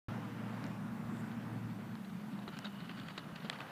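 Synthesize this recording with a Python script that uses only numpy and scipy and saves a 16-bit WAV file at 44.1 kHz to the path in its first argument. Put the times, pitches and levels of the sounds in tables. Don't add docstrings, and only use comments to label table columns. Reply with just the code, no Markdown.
import sys
import numpy as np
from scipy import signal
from scipy.fft import rfft, irfft, next_fast_len
from scipy.io import wavfile
from scipy.ndimage import uniform_filter1d, map_coordinates

SR = 44100
rng = np.random.default_rng(int(sys.argv[2]) if len(sys.argv) > 2 else 0)


def invert_db(x):
    u = np.asarray(x, float) / 20
    return 10 ** u


def store_pcm(level_fs):
    pcm = np.round(np.clip(level_fs, -1, 1) * 32767).astype(np.int16)
    wavfile.write(sys.argv[1], SR, np.atleast_2d(pcm).T)


N = 163611
TIME_S = np.arange(N) / SR


def unit(x):
    return x / np.sqrt(np.mean(x ** 2) + 1e-20)


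def curves(rows):
    s, *cols = np.transpose(rows)
    return [np.interp(TIME_S, s, c) for c in cols]


def wobble(rate):
    return map_coordinates(rng.standard_normal(400), [np.arange(N) * rate / SR])


def filtered(x, response):
    m = next_fast_len(len(x) + 8192)
    return irfft(rfft(x, m) * response(np.fft.rfftfreq(m, 1 / SR)), m)[:len(x)]


def resonances(peaks):
    def response(f):
        total = 0
        for k, (hz, width, db) in enumerate(peaks):
            damping = 1j * f * width
            total = total + (-1) ** k * invert_db(db) * damping / (hz * hz - f * f + damping)
        return total
    return response


def below(response, top_hz):
    return lambda f: response(f) / (1 + 1.4j * f / top_hz - (f / top_hz) ** 2) ** 2


def rush(spectrum, patchy_db):
    z = signal.stft(rng.standard_normal(N), nperseg=512)[2]
    field = uniform_filter1d(rng.standard_normal(z.shape), size=6, axis=0)
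    field = uniform_filter1d(field, size=12, axis=1)
    x = signal.istft(z * invert_db(patchy_db * unit(field)), nperseg=512)[1][:N]
    f, db = np.transpose(spectrum)
    return unit(filtered(x, lambda hz: invert_db(np.interp(np.log(hz + 1), np.log(f + 1), db))))


# t/s, level/dB
ROAD_LEVEL = [(0, -46), (.2, -51.5), (.4, -51.5), (.65, -50.5), (.85, -54), (1.1, -53.5), (1.4, -55),
              (1.8, -55.5), (2.2, -56), (2.93, -57.5), (3.4, -54), (3.71, -51)]
# f/Hz, level/dB per Hz
TYRE_COLOUR = [(180, -64.5), (300, -12.5), (371, -13.5), (471, -11.5), (583, -10.5), (871, -9.5),
               (1440, -12.5), (1570, -14), (6000, -38.5), (7800, -49), (13200, -120)]
# f/Hz, level/dB per Hz
HISS_COLOUR = [(2650, -2), (4500, -15), (5550, -10), (8190, -10), (15300, -10.5)]


def road():
    level_db, = curves(ROAD_LEVEL)
    roar = invert_db(level_db + 1.06 * wobble(4.54)) * rush(TYRE_COLOUR, patchy_db=1.42)
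    return roar + invert_db(-66) * rush(HISS_COLOUR, patchy_db=1.5)


# t/s, level/dB, exhaust boom/dB
TRUCK_LEVEL = [(0, -35.5, 8), (.15, -43, -1.5), (.35, -43.5, 0), (.6, -42.5, -0.5), (.85, -41.5, -6.5),
               (1.1, -41, 1.5), (1.35, -43.5, -3.5), (1.55, -41.5, 1), (1.75, -44, -2.5), (1.95, -46, -2),
               (2.05, -43.5, -27), (2.25, -43, -31), (2.5, -46.5, -17.5), (2.75, -48, -16), (3.1, -50, -17),
               (3.4, -50.5, -18), (3.71, -57, -20)]
# t/s, cycle f/Hz
ENGINE_CYCLE = [(0, 14.45), (.3, 14.33), (1.6, 14.33), (1.9, 14.05), (2.25, 13.15), (2.5, 12.9),
                (2.8, 12.4), (3.71, 11.5)]
# multiple of the cycle, level/dB, share of the boom [0-1]
ENGINE_ORDERS = [(8, 1.5, 1), (11, -2, 0.88), (13, -13, 0), (14, -2, 0.072), (16, 2, 0.0078),
                 (17, -9, 0.16), (20, -10, 1), (24, -16.5, 0.7), (33, -14.5, 0.46)]
# f/Hz, level/dB per Hz
DRONE_COLOUR = [(30, -46), (60, -28.5), (98, -23), (125, -8), (200, -4), (292, -14), (420, -27.5),
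                (1100, -120)]


def truck():
    tone_db, flutter_db, drone_db = -6, 2.05, -8
    cycle_hz, = curves(ENGINE_CYCLE)
    level_db, boom_db = curves(TRUCK_LEVEL)
    turn = 2 * np.pi * np.cumsum(cycle_hz) / SR
    orders = np.zeros(N)
    for multiple, db, share in ENGINE_ORDERS:
        gain = invert_db(db + share * boom_db + flutter_db * wobble(8.29))
        start = 2 * np.pi * rng.random()
        orders += gain * np.sin(multiple * turn + 0.25 * wobble(5.85) + start)
    loudest = level_db.max()
    drone_level = loudest + 0.34 * (level_db - loudest) + drone_db + 0.088 * boom_db + 0.61 * wobble(12)
    return invert_db(level_db + tone_db) * orders + invert_db(drone_level) * rush(DRONE_COLOUR, patchy_db=1.9)


# t/s, level/dB, length/s
WIND_PUFFS = [
    (.1, -53, .04),
    (.684, -61, .06),
    (1.05, -63, 0.17),
    (1.52, -62, .05),
    (1.66, -49, 0.032),
    (2.17, -66, .05),
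    (2.64, -74, .04),
    (2.826, -66, .05),
    (3.057, -62, 0.033),
    (3.34, -59, .04),
]
# f/Hz, level/dB
PUFF_COLOUR = [(15, -36), (35, -13), (70, -3), (115, 0), (170, -30), (300, -86)]


def wind():
    air = rush(PUFF_COLOUR, patchy_db=11.0)
    out = np.zeros(N)
    for s, db, length in WIND_PUFFS:
        shape = np.exp(-((TIME_S - s) / (.5 * length)) ** 2)
        puff = shape * air
        out += invert_db(db) * puff * np.linalg.norm(shape) / np.linalg.norm(puff)
    return out


# t/s, level/dB
STALK_LEVEL = [(1.02, -100), (1.1, -77), (1.2, -74), (1.3, -79), (1.37, -100)]
# f/Hz, level/dB per Hz
STALK_COLOUR = [(5500, -36), (6900, -5), (7600, -3), (8400, -7), (10000, -18), (14000, -80)]


def scrape():
    return invert_db(curves(STALK_LEVEL)[0] + 2.7 * wobble(40)) * rush(STALK_COLOUR, patchy_db=3)


# t/s, level/dB
BEARING_LOW = [(2.3, -100), (2.5, -69), (2.75, -64.5), (3, -66), (3.07, -71), (3.45, -75), (3.6, -72),
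               (3.71, -71)]
# t/s, level/dB
BEARING_HIGH = [(2.8, -88), (2.9, -78), (3.05, -76), (3.1, -70), (3.13, -84), (3.25, -110)]


def bearing():
    out = np.zeros(N)
    for rows, hz in ((BEARING_LOW, 2940), (BEARING_HIGH, 4650)):
        note = resonances([(hz, 180, 0)])
        sung = unit(filtered(rng.standard_normal(N), lambda f: note(f) ** 2))
        out += invert_db(curves(rows)[0] + 2.1 * wobble(60)) * sung
    return out


# t/s, level/dB
ROLL_LEVEL = [(0, -81), (1, -74), (1.7, -65.5), (2.1, -65), (2.4, -63), (2.6, -58), (2.75, -59),
              (2.95, -57.5), (3.05, -58.5), (3.2, -58), (3.3, -61), (3.42, -55.5), (3.5, -55.5),
              (3.56, -56), (3.63, -57), (3.71, -61.5)]
# f/Hz, width/Hz, level/dB
FRAME_PEAKS = [(690, 870, -1.5), (1480, 360, 5), (1890, 240, 1.5), (3000, 1180, -2), (3746, 240, 1.5),
               (4360, 560, -3)]


def rolling():
    turns_per_s, turn_db, loud_moment_s = 10.8, 2, 2.812
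    level_db, = curves(ROLL_LEVEL)
    turn = np.cos(2 * np.pi * turns_per_s * (TIME_S - loud_moment_s))
    grain = np.minimum(rng.exponential(size=N // 32 + 1), 3).repeat(32)[:N]
    grit = rng.standard_normal(N) * invert_db(2.2 * grain)
    shake = invert_db(turn_db * turn + 2.8 * np.clip(wobble(45), -2, 2))
    return invert_db(level_db) * unit(shake * filtered(grit, below(resonances(FRAME_PEAKS), 4500)))


# t/s, peak level/dB, f/Hz
FOOTBOARD_THUDS = [
    (2.4796, -38.5, 374),
    (2.589, -44, 700),
    (3.177, -42, 370),
    (3.447, -44, 450),
]


def thuds():
    t60_s = 0.043
    out = np.zeros(N)
    for s, db, hz in FOOTBOARD_THUDS:
        t = TIME_S - s
        out += invert_db(db - 60 * np.abs(t) / t60_s) * (t > 0) * np.sin(2 * np.pi * hz * t)
    return out


# t/s, peak level/dB, bright over dull/dB, length/s
JOINT_RATTLES = [(2.046, -44, 4, 0.015), (2.095, -50, 10, 0.024), (2.1994, -65, 0, 0.012),
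                 (2.388, -43, 1, 0.011), (2.477, -34, 2, 0.013), (2.4812, -40, 3, 0.007),
                 (2.421, -52, -7, .01), (2.4875, -39, 12, 0.008), (2.532, -56, 11, 0.012),
                 (2.567, -38.5, -2, 0.021), (2.574, -44, 2, 0.014), (2.6432, -34.5, 0, 0.008),
                 (2.648, -34, -1, 0.0092), (2.6533, -34, 15, 0.0099), (2.658, -34.5, -1, 0.0092),
                 (2.666, -37.5, 2, 0.017), (2.7413, -63, 8, 0.012), (2.802, -40.5, 3, 0.014),
                 (2.852, -48, 6, 0.01), (2.8928, -35.5, -16, 0.012), (2.9025, -43, -1, 0.011),
                 (2.912, -39, -3, 0.015), (2.948, -48, -2, 0.009), (2.988, -41, -2, 0.012),
                 (3.014, -45, -4, 0.011), (3.033, -45.5, -1, .008), (3.136, -51, 3, 0.0089),
                 (2.9973, -39, 4, 0.0095), (3.0844, -33.5, -8, 0.0063), (3.104, -39, -1, 0.014),
                 (3.1769, -30, 4, 0.008), (3.1795, -32.5, 6, 0.013), (3.189, -40.5, 7, 0.018),
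                 (3.358, -37, 3, 0.01), (3.402, -49, 18, 0.011), (3.4233, -44, -2, 0.0091),
                 (3.446, -39.5, 1, 0.015), (3.527, -37.5, -5, 0.0096), (3.532, -39, 2, .012),
                 (3.543, -42, -3, 0.0081), (3.557, -38.5, -9, 0.01), (3.586, -43, 8, .008),
                 (3.604, -31.5, -5, 0.0055), (3.612, -36.5, -3, 0.018)]


def rattles():
    sizzle_hz, sizzle_width_hz, sizzle_db = 6340, 2800, -22.5
    out, t = np.zeros(N + SR), np.arange(SR // 10) / SR
    edge = resonances([(sizzle_hz, sizzle_width_hz, 0)])
    for s, db, bright_db, length in JOINT_RATTLES:
        chance = rng.standard_normal(len(t))
        shape = np.exp(-t / (length * .35)) * (1 - np.exp(-t / .0006))
        grain = chance[::-24].repeat(24)[:len(t)]
        burst = chance * shape * invert_db(2.5 * grain)
        peaks = []
        for (hz, width, gain_db), shift in zip(FRAME_PEAKS, .025 * chance[-6:]):
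            peak_db = gain_db + 60 * shift + bright_db * (hz > 3300)
            peaks.append((hz * (1 + shift), width * 0.81, peak_db))
        frame = below(resonances(peaks), 5000)
        sizzle_gain = invert_db(sizzle_db + bright_db / 2)
        ring = filtered(burst, lambda f: frame(f) + sizzle_gain * edge(f) ** 2)
        out[round(s * SR):][:len(t)] += invert_db(db - 8) * 2 * ring / np.abs(ring).max()
    return out[:N]


# t/s, peak level/dB, centre f/Hz, width/Hz, deck ring level/dB
JOINT_CLACKS = [(0.351, -62, 2180, 3000, -8), (.641, -39.5, 4640, 4030, 0), (.666, -48.5, 6800, 1500, -13),
                (1.17, -45, 3500, 3000, -10), (1.316, -50, 3600, 3000, 5.5), (1.954, -58, 2800, 1800, 9.5),
                (2.5894, -30.5, 3600, 9000, 0), (2.5945, -59, 6000, 5000, -5),
                (3.178, -55, 3670, 3200, -14), (3.4987, -21.5, 2700, 2630, -6.5),
                (3.5002, -34, 2200, 2600, -4), (3.4987, -37, 8300, 2400, -19)]
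# f/Hz, width/Hz, level/dB
DECK_PEAKS = [(784.4, 310, 4), (1730, 280, 6.5), (2000, 270, 2), (2650, 560, -1), (3170, 220, 3),
              (4330, 1300, -1)]


def clacks():
    t60_s, ring_gain_db, clack_db = 0.006, 4.5, -6.5
    out, t = np.zeros(N + SR), np.arange(SR // 10) / SR
    deck = below(resonances(DECK_PEAKS), 5000)
    for s, db, hz, width, ring_db in JOINT_CLACKS:
        blow = (.08 * rng.standard_normal(len(t)) - (t == 0)) * invert_db(-60 * t / t60_s)
        narrow = below(resonances([(hz, width, 0)]), min(11600, hz + .6 * width))
        wide = resonances([(hz, 2 * width, 0)])
        crack = filtered(blow, lambda f: narrow(f) * wide(f))
        both = crack + invert_db(ring_gain_db + ring_db) * filtered(blow, deck)
        out[round(s * SR):][:len(t)] += invert_db(db + clack_db) * 2 * both / np.abs(crack).max()
    return out[:N]


def scene():
    background = road() + truck() + wind() + scrape()
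    scooter = bearing() + rolling() + thuds() + rattles() + clacks()
    return (background + scooter)[None]


def low_pass(x):
    return signal.sosfilt(signal.butter(12, 15590, fs=SR, output="sos"), x)


def record(dry):
    start_s, fade_s, top_hz = 0.084, 0.00026, 15320
    opened = dry[0] * np.clip((TIME_S - start_s) / fade_s, 0, 1)
    limited = filtered(opened, lambda f: f < top_hz)
    mix = limited[None] * (TIME_S > start_s - .002)
    return low_pass(mix)


dry = scene()
out = record(dry)
store_pcm(out)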